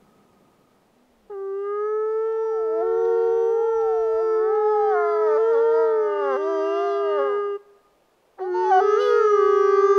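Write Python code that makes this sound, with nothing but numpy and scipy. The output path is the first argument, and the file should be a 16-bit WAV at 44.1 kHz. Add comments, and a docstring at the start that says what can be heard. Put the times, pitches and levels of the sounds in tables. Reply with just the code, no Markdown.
"""Two wolves howl in a snowy enclosure. A soft wash of noise fades away and a faint moan falls. From 1.3 s one
wolf holds a long note; from 2.3 s the other wavers around it, breaking between registers. Both pause at 7.6 s,
restart at 8.4 s and settle on nearly the same pitch, beating. Each voice is a stack of vocal-fold harmonics
weighted by throat and mouth. The walls answer faintly; light wind on the microphone and a few dry ticks lie
over a soft outdoor hush."""
import sys
import numpy as np
from scipy import signal
from scipy.fft import rfft, irfft, next_fast_len
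from scipy.io import wavfile
from scipy.ndimage import uniform_filter1d, map_coordinates

SR = 44100
rng = np.random.default_rng(int(sys.argv[2]) if len(sys.argv) > 2 else 0)


def wrap_up_sound(samples):
    """Save the sound to the file named by the first command line argument, as 16-bit audio."""
    columns = np.atleast_2d(samples).T
    # keep every value between -1 and 1, then stretch to whole-number steps
    tamed = np.clip(columns, -1, 1)
    steps = np.round(tamed * 32767).astype(np.int16)
    wavfile.write(sys.argv[1], SR, steps)


N = 440118
TIME_S = np.arange(N) / SR

# Steady wolf, contours: t/s, f/Hz, level/dB
STEADY_HOWL_1 = [(1.3, 423, -34.9), (1.36, 391.3, -32.5), (1.52, 390.6, -29), (1.9, 427.5, -24.5),
                 (2.28, 445.4, -23), (2.72, 441.2, -23), (3.08, 458.8, -20.5), (3.65, 455.9, -21),
                 (3.88, 445.4, -20.5), (4.2, 444.7, -20.5), (4.65, 427.7, -21), (5.12, 422, -22.1),
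                 (5.36, 436.2, -19), (5.52, 458.4, -18), (5.82, 456.6, -18.5), (6.0, 433.4, -20.5),
                 (6.13, 406.3, -25), (6.45, 394.3, -25.5), (6.85, 400.8, -24), (7.38, 409.5, -23.5),
                 (7.56, 402.5, -28.5)]
STEADY_HOWL_2 = [(8.4, 380.3, -30.5), (8.528, 357.5, -24.5), (8.924, 405, -21.5), (9.19, 420.7, -21),
                 (9.85, 407.4, -20.5)]
# Wavering wolf, one phrase per break: fundamental over octave/dB, hold/s, [t/s, f/Hz, level/dB]
WAVERING_HOWL_1 = [ (-8, .5, [(2.25, 360, -60), (2.45, 464.7, -44), (2.6, 355.6, -42), (2.68, 318, -41.5),
                   (2.81, 336.6, -26.5)]), (10, .7, [(2.83, 367.7, -31), (3.05, 373.3, -28),
                   (3.22, 371, -29), (3.48, 385.7, -29.5), (3.72, 445.2, -36), (3.9, 378.4, -32),
                   (4.1, 322.7, -37.5), (4.2, 330.3, -30)]), (7.5, .2, [(4.22, 356.7, -38.5),
                   (4.36, 344.9, -37.5), (4.56, 412, -31.5), (4.72, 423.9, -26), (4.9, 393.9, -24.5),
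                   (4.96, 355.2, -26), (5.2, 332.5, -31.5), (5.37, 292, -28.5)]),
                   (-15, 0.81, [(5.39, 345, -36.5), (5.5, 319.4, -36), (5.56, 277.8, -32.5),
                   (5.65, 302, -36.5), (5.8, 320.4, -29), (6, 303.2, -35.5), (6.2, 295.4, -31.5),
                   (6.36, 256, -24.5)]), (-8, .4, [(6.38, 298, -36.5), (6.5, 330.2, -28.5),
                   (6.6, 314.7, -29), (6.85, 349.4, -28.5), (7, 335, -31.5), (7.17, 299.5, -28),
                   (7.2, 277.2, -24), (7.26, 274.6, -29.5), (7.33, 247, -39), (7.5, 170.7, -54)])]
WAVERING_HOWL_2 = [ (-6, .1, [(8.38, 393, -48.5), (8.42, 366.4, -30.5), (8.48, 418.5, -38),
                   (8.535, 423, -48.5), (8.546, 451.9, -29), (8.62, 452.5, -25), (8.66, 429.9, -24),
                   (8.7, 428.9, -22.5), (8.72, 380, -15), (8.8, 364.8, -16.5)]),
                   (22, 1.2, [(8.81, 430, -25), (8.88, 422.4, -22.5), (8.96, 431, -20.5),
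                   (9.015, 502.8, -27.5), (9.12, 474.3, -20), (9.18, 467, -20), (9.3, 416, -22),
                   (9.42, 386, -22), (9.7, 387.6, -20.5), (9.98, 394.3, -19.5)])]
# Mouth opening and bright edge, re contour level: t/s, low overtones/dB, edge/dB
STEADY_MOUTH = [(1.3, -18.5, -25), (1.62, -19.5, -19.5), (1.67, -13, -23), (1.88, -8.5, -20.5),
                (2.1, -12, -13), (2.9, -14, -13.5), (3.05, -20, -12), (3.16, -15, -13), (3.45, -23.5, -11),
                (3.7, -13.5, -15), (4.05, -16, -8), (4.35, -10.5, -9), (4.62, -13, -22.5), (5.4, -13, -9),
                (5.65, -12.5, -18), (5.88, -16, -19), (6.35, -12, -5), (6.55, -11, -2), (6.8, -10.5, -2),
                (7.1, -12, -12), (7.3, -8, -9.5), (7.56, -13, -16), (8.5, -12.5, -21.5), (8.57, -10, -6),
                (8.9, -7, -4), (9.98, -9, -8)]
WAVERING_MOUTH = [(2.3, -14, -17), (4.1, -14, -19.5), (4.4, -3.5, -10.5), (4.88, -11, -8.5),
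                  (4.98, 4.5, -11.5), (5.45, -0.5, -3), (6.3, 1.5, -7.5), (6.42, -7, -6.5),
                  (6.9, -10, -2.5), (7.25, -2, -14), (8.66, -14.5, -7), (8.72, -4.5, -9.5), (8.95, -1, -12),
                  (9.02, -6.5, -4), (9.1, -6, -3), (9.2, -0.5, -12), (9.5, -6.5, -13.5), (9.98, -7, -14.5)]
# Throat and muzzle response per howl: f/Hz, gain/dB
STEADY_THROAT_1 = [(1230, 1.5), (1400, -5.5), (1700, -15.5), (2050, -20.5), (2500, -49), (2740, -34.5),
                   (2830, -15.5), (3030, -43.5), (3280, -32.5), (3900, -56.5), (4650, -39.5), (5400, -50),
                   (5850, -34), (6400, -51), (13000, -78)]
STEADY_THROAT_2 = [(1080, -17), (1250, 1.5), (1600, -14.5), (2050, -18.5), (2450, -37), (2900, -29.5),
                   (3750, -48), (4600, -35), (5400, -46), (5800, -39), (6200, -34.5), (7200, -65.5),
                   (8300, -58), (13000, -72)]
WAVERING_THROAT_1 = [(750, -1), (1000, -2), (1400, -8.5), (1700, -15), (2100, -24.5), (2600, -39),
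                     (3000, -42.5), (3400, -29.5), (4000, -40), (4750, -33), (5400, -42.5), (6500, -43),
                     (7600, -61), (13000, -68.5)]
WAVERING_THROAT_2 = [(1150, 0), (1450, -8), (1650, -18.5), (2000, -26.5), (2400, -37.5), (2900, -35),
                     (3450, -29.5), (3750, -45), (4280, -31), (4600, -42), (4950, -37.5), (6300, -47),
                     (7400, -62), (13000, -69.5)]
# Moan contour: t/s, f/Hz, level/dB
MOAN_CONTOUR = [(.92, 233, -66), (1.06, 255, -61.5), (1.18, 228, -62.5), (1.3, 180, -64), (1.36, 170, -84)]
# Enclosure decay: f/Hz, T60/s
WALL_T60 = [(300, 0.75), (1200, 1.3), (4000, 0.17), (10000, 0.054)]
# Throat catches, wind gusts, dry ticks: t/s, level/dB
THROAT_CATCHES = [(1.309, -55), (1.645, -58), (8.385, -42)]
WIND_GUSTS = [(1.06, -67), (2.5, -67), (2.82, -61), (3.22, -61.5), (3.7, -56), (3.98, -62.5), (4.35, -67.5),
              (4.7, -65.5), (9.02, -72.5)]
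DRY_TICKS = [(2.32, -65), (3.05, -58), (3.81, -58), (4.55, -60), (5.532, -57)]
# Fade of the opening wash: t/s, level/dB
WASH_FADE = [(0, -58.5), (.55, -60), (.7, -63.5), (1.3, -77), (2, -79)]
# Noise spectra: f/Hz, level/dB
WIND_SPECTRUM = [(20, -5.5), (45, -1), (80, -13.5), (140, -21.5), (400, -64.5), (1500, -120)]
WASH_SPECTRUM = [(30, -17), (90, -4), (200, 5.5), (420, -1.5), (560, -10.5), (820, -8), (1150, -15),
                 (1250, 3), (1360, -18), (3000, -28.5), (6000, -29.5), (15000, -34)]
HUSH_SPECTRUM = [(30, -5.5), (100, -15), (250, -7.5), (450, 0.5), (800, -4), (1500, -14), (3000, -18.5),
                 (6000, -25), (10000, -28.5), (15000, -30.5)]


def wolves():
    """Two rounds of the duet; the wavering voice is rougher."""
    first = howl(steady_wolf(STEADY_HOWL_1, end_s=7.56, octave_db=-23), STEADY_THROAT_1,
                 jitter=.00083, rasp_db=-20, break_db=-47.5, odd_fade=0, attack_s=.0077, release_s=.017)
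    first += howl(wavering_wolf(WAVERING_HOWL_1), WAVERING_THROAT_1,
                  jitter=.004, rasp_db=-8, break_db=-34, odd_fade=.34, attack_s=.03, release_s=.06)
    second = howl(steady_wolf(STEADY_HOWL_2, end_s=10, octave_db=-25.5), STEADY_THROAT_2,
                  jitter=.0006, rasp_db=-20, break_db=-45, odd_fade=0, attack_s=.018, release_s=.03)
    second += howl(wavering_wolf(WAVERING_HOWL_2), WAVERING_THROAT_2,
                   jitter=.001, rasp_db=-8, break_db=-41, odd_fade=1, attack_s=.015, release_s=.03)
    return first + second


def steady_wolf(contour, end_s, octave_db, crack_db=12, crack_s=.26, home_hz=418.1, db_per_hz=.1):
    """Controls of a held howl: the octave is boosted at onset and grows with pitch."""
    pitch_hz, level_db = curves(contour)
    mouth_db, edge_db = curves(STEADY_MOUTH)
    start_s = contour[0][0]
    onset_db = crack_db * np.clip(1 - (TIME_S - start_s) / crack_s, 0, 1)
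    upper_db = level_db + octave_db + onset_db + db_per_hz * (pitch_hz - home_hz)
    return start_s, end_s, pitch_hz, level_db, upper_db, level_db + mouth_db, level_db + edge_db


def wavering_wolf(phrases, thin_db=-19, tip_s=.3, yelp_hz=461.8, yelp_db_per_hz=.31):
    """Controls of a breaking howl: each break resets the register, which holds, then tips an octave up."""
    contour = [point for _, _, points in phrases for point in points]
    pitch_hz, level_db = curves(contour)
    mouth_db, edge_db = curves(WAVERING_MOUTH)
    lead_db = np.zeros(N)  # fundamental over octave
    for reset_db, hold_s, points in phrases:
        age_s = TIME_S - points[0][0]
        tipped = np.clip((age_s - hold_s) / tip_s, 0, 1)
        lead_db = np.where(age_s > 0, reset_db + (thin_db - reset_db) * tipped, lead_db)
    lead_db = uniform_filter1d(lead_db, size=1000)
    base_db = level_db + np.minimum(lead_db, 0)
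    octave_db = level_db - np.maximum(lead_db, 0)
    yelp_db = yelp_db_per_hz * np.maximum(pitch_hz - yelp_hz, 0)
    return (contour[0][0], contour[-1][0], pitch_hz, base_db, octave_db,
            level_db + mouth_db, level_db + edge_db + yelp_db)


def howl(controls, throat, jitter, rasp_db, break_db, odd_fade, attack_s, release_s, harmonics=32):
    """Vocal-fold harmonics: the open mouth lifts overtones below 2 kHz, effort the edge above."""
    start_s, end_s, pitch_hz, base_db, octave_db, mouth_db, edge_db = controls
    gate = np.clip((TIME_S - start_s) / attack_s + .5, 0, 1)
    gate *= np.clip((end_s - TIME_S) / release_s + 1, 0, 1)
    on = gate > 0
    # The folds turn irregular at register jumps.
    leap_per_s = np.abs(np.gradient(np.log(pitch_hz))) * SR
    breaking = uniform_filter1d(np.clip(leap_per_s / 5, 0, 1) ** 2, size=700)
    unrest = jitter * (wobble(24) + .5 * wobble(150)) + amp(break_db) * breaking * wobble(300)
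    phase = (2 * np.pi * np.cumsum(pitch_hz * (1 + unrest)) / SR)[on]
    tone = amp(base_db[on]) * np.sin(phase) + amp(octave_db[on]) * np.sin(2 * phase)
    # Odd harmonics fade with the fundamental.
    thinning_db = odd_fade * np.clip(octave_db - base_db - 5.5, 0, 30)[on]
    # Nearby surfaces ripple the spectrum: overtones swell as they glide or the head moves.
    ripple_hz, drift_s = np.arange(0, SR / 2, 110), np.arange(0, N / SR, 1 / 9)
    ripple_db = rng.standard_normal(len(ripple_hz))
    edge_power = np.zeros(len(phase))
    for k in range(3, harmonics + 1):
        hz = k * pitch_hz[on]
        high = np.clip((hz - 2000) / 600, 0, 1)
        drift_db = np.interp(TIME_S[on], drift_s, rng.standard_normal(len(drift_s)))
        swell_db = (1 + 2.8 * high) * (np.interp(hz, ripple_hz, ripple_db) + drift_db)
        level_db = (1 - high) * mouth_db[on] + high * edge_db[on]
        gain = amp(log_interp(throat, hz) + level_db + swell_db - k % 2 * thinning_db)
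        tone += gain * np.sin(k * phase + rng.uniform(0, 2 * np.pi))
        edge_power += (high == 1) * gain ** 2 / 2
    # Turbulence at the folds follows the upper overtones and flares in breaks.
    rasp = noise([(200, -14), (700, 7), (1300, 9), (2400, -7), (3500, 0), (4500, -4),
                  (6200, -7), (7800, -18), (14000, -22)])
    voice = np.zeros(N)
    voice[on] = tone + amp(rasp_db) * np.sqrt(edge_power) * (rasp * (1 + breaking))[on]
    return np.sqrt(2) * gate * voice


def catches():
    """The throat catches as a note takes hold."""
    spectrum = [(200, -30), (450, 0), (900, -2), (1900, -8), (2600, -35), (8000, -60)]
    return puffs(THROAT_CATCHES, spectrum, rise_s=.009)


def moan():
    """Faint pure tone that lifts, then falls."""
    pitch_hz, level_db = curves(MOAN_CONTOUR)
    gate = (TIME_S > MOAN_CONTOUR[0][0]) & (TIME_S < MOAN_CONTOUR[-1][0])
    return amp(level_db) * np.sin(2 * np.pi * np.cumsum(pitch_hz) / SR) * gate


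def enclosure(x):
    """Diffuse wall echo; each frequency decays at its own rate."""
    hz, t_s, bins = signal.stft(rng.standard_normal(SR * 3 // 2), SR, nperseg=256)
    decay = amp(-60 * t_s / log_interp(WALL_T60, hz)[:, None])
    _, tail = signal.istft(bins * decay, SR, nperseg=256)
    return signal.fftconvolve(x, tail / np.linalg.norm(tail))[:N]


def wind():
    """Lumpy gusts on the microphone over a slight breeze."""
    gusts = puffs(WIND_GUSTS, WIND_SPECTRUM, rise_s=.11)
    breeze = amp(-89) * noise(WIND_SPECTRUM)
    return (gusts + breeze) * amp(2.5 * wobble(36))


def ticks():
    """Faint, dry, bright clicks."""
    spectrum = [(800, -20), (3000, 0), (5500, -2), (8000, -22), (14000, -35)]
    return puffs(DRY_TICKS, spectrum, rise_s=.003)


def air():
    """Steady hush and a wash of noise that fades over the first second."""
    hush = amp(-63) * noise(HUSH_SPECTRUM)
    wash_db, = curves(WASH_FADE)
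    return hush + amp(wash_db + .76 * wobble(6.8)) * noise(WASH_SPECTRUM)


def puffs(events, spectrum, rise_s):
    """Noise bursts that peak after rise_s, then die away."""
    ages = [(np.maximum(TIME_S - t_s, 0) / rise_s, db) for t_s, db in events]
    return sum(amp(db) * age * np.exp(1 - age) for age, db in ages) * noise(spectrum)


def noise(spectrum):
    """Unit-rms noise; spectrum: f/Hz, level/dB."""
    x = filtered(rng.standard_normal(N), lambda hz: amp(log_interp(spectrum, hz)))
    return x / np.sqrt(np.mean(x ** 2) + 1e-20)


def filtered(x, response):
    """FFT filter with gain response(f/Hz)."""
    size = next_fast_len(N + SR // 2)
    return irfft(rfft(x, size) * response(np.fft.rfftfreq(size, 1 / SR)), size)[:N]


def wobble(knots_per_s):
    """Smooth random curve."""
    return map_coordinates(rng.standard_normal(int(N * knots_per_s / SR) + 4), [TIME_S * knots_per_s])


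def curves(rows):
    """Smoothed per-sample curve for each column after t/s."""
    t_s, *columns = np.transpose(rows)
    return [uniform_filter1d(np.interp(TIME_S, t_s, column), size=400) for column in columns]


def log_interp(points, hz):
    """Interpolate (f/Hz, value) on a log axis."""
    knots_hz, values = np.transpose(points)
    return np.interp(np.log(hz + 1), np.log(knots_hz + 1), values)


def amp(db):
    """dB to gain."""
    return 10 ** (np.asarray(db) / 20)


def scene():
    """Close wolves, their echo, open air."""
    throat_noise, clicks = catches(), ticks()
    voices = wolves() + moan() + throat_noise
    return (voices + amp(-26.5) * enclosure(voices) + clicks + wind() + air())[None]


def record(dry, asymmetry=.045, top_hz=15700):
    """A lopsided microphone adds faint difference tones; brick-wall low-pass."""
    square = dry[0] ** 2
    bent = dry[0] + asymmetry * (square - uniform_filter1d(square, size=600))
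    return filtered(bent, lambda hz: hz < top_hz)[None]


dry = scene()
out = record(dry)
wrap_up_sound(out)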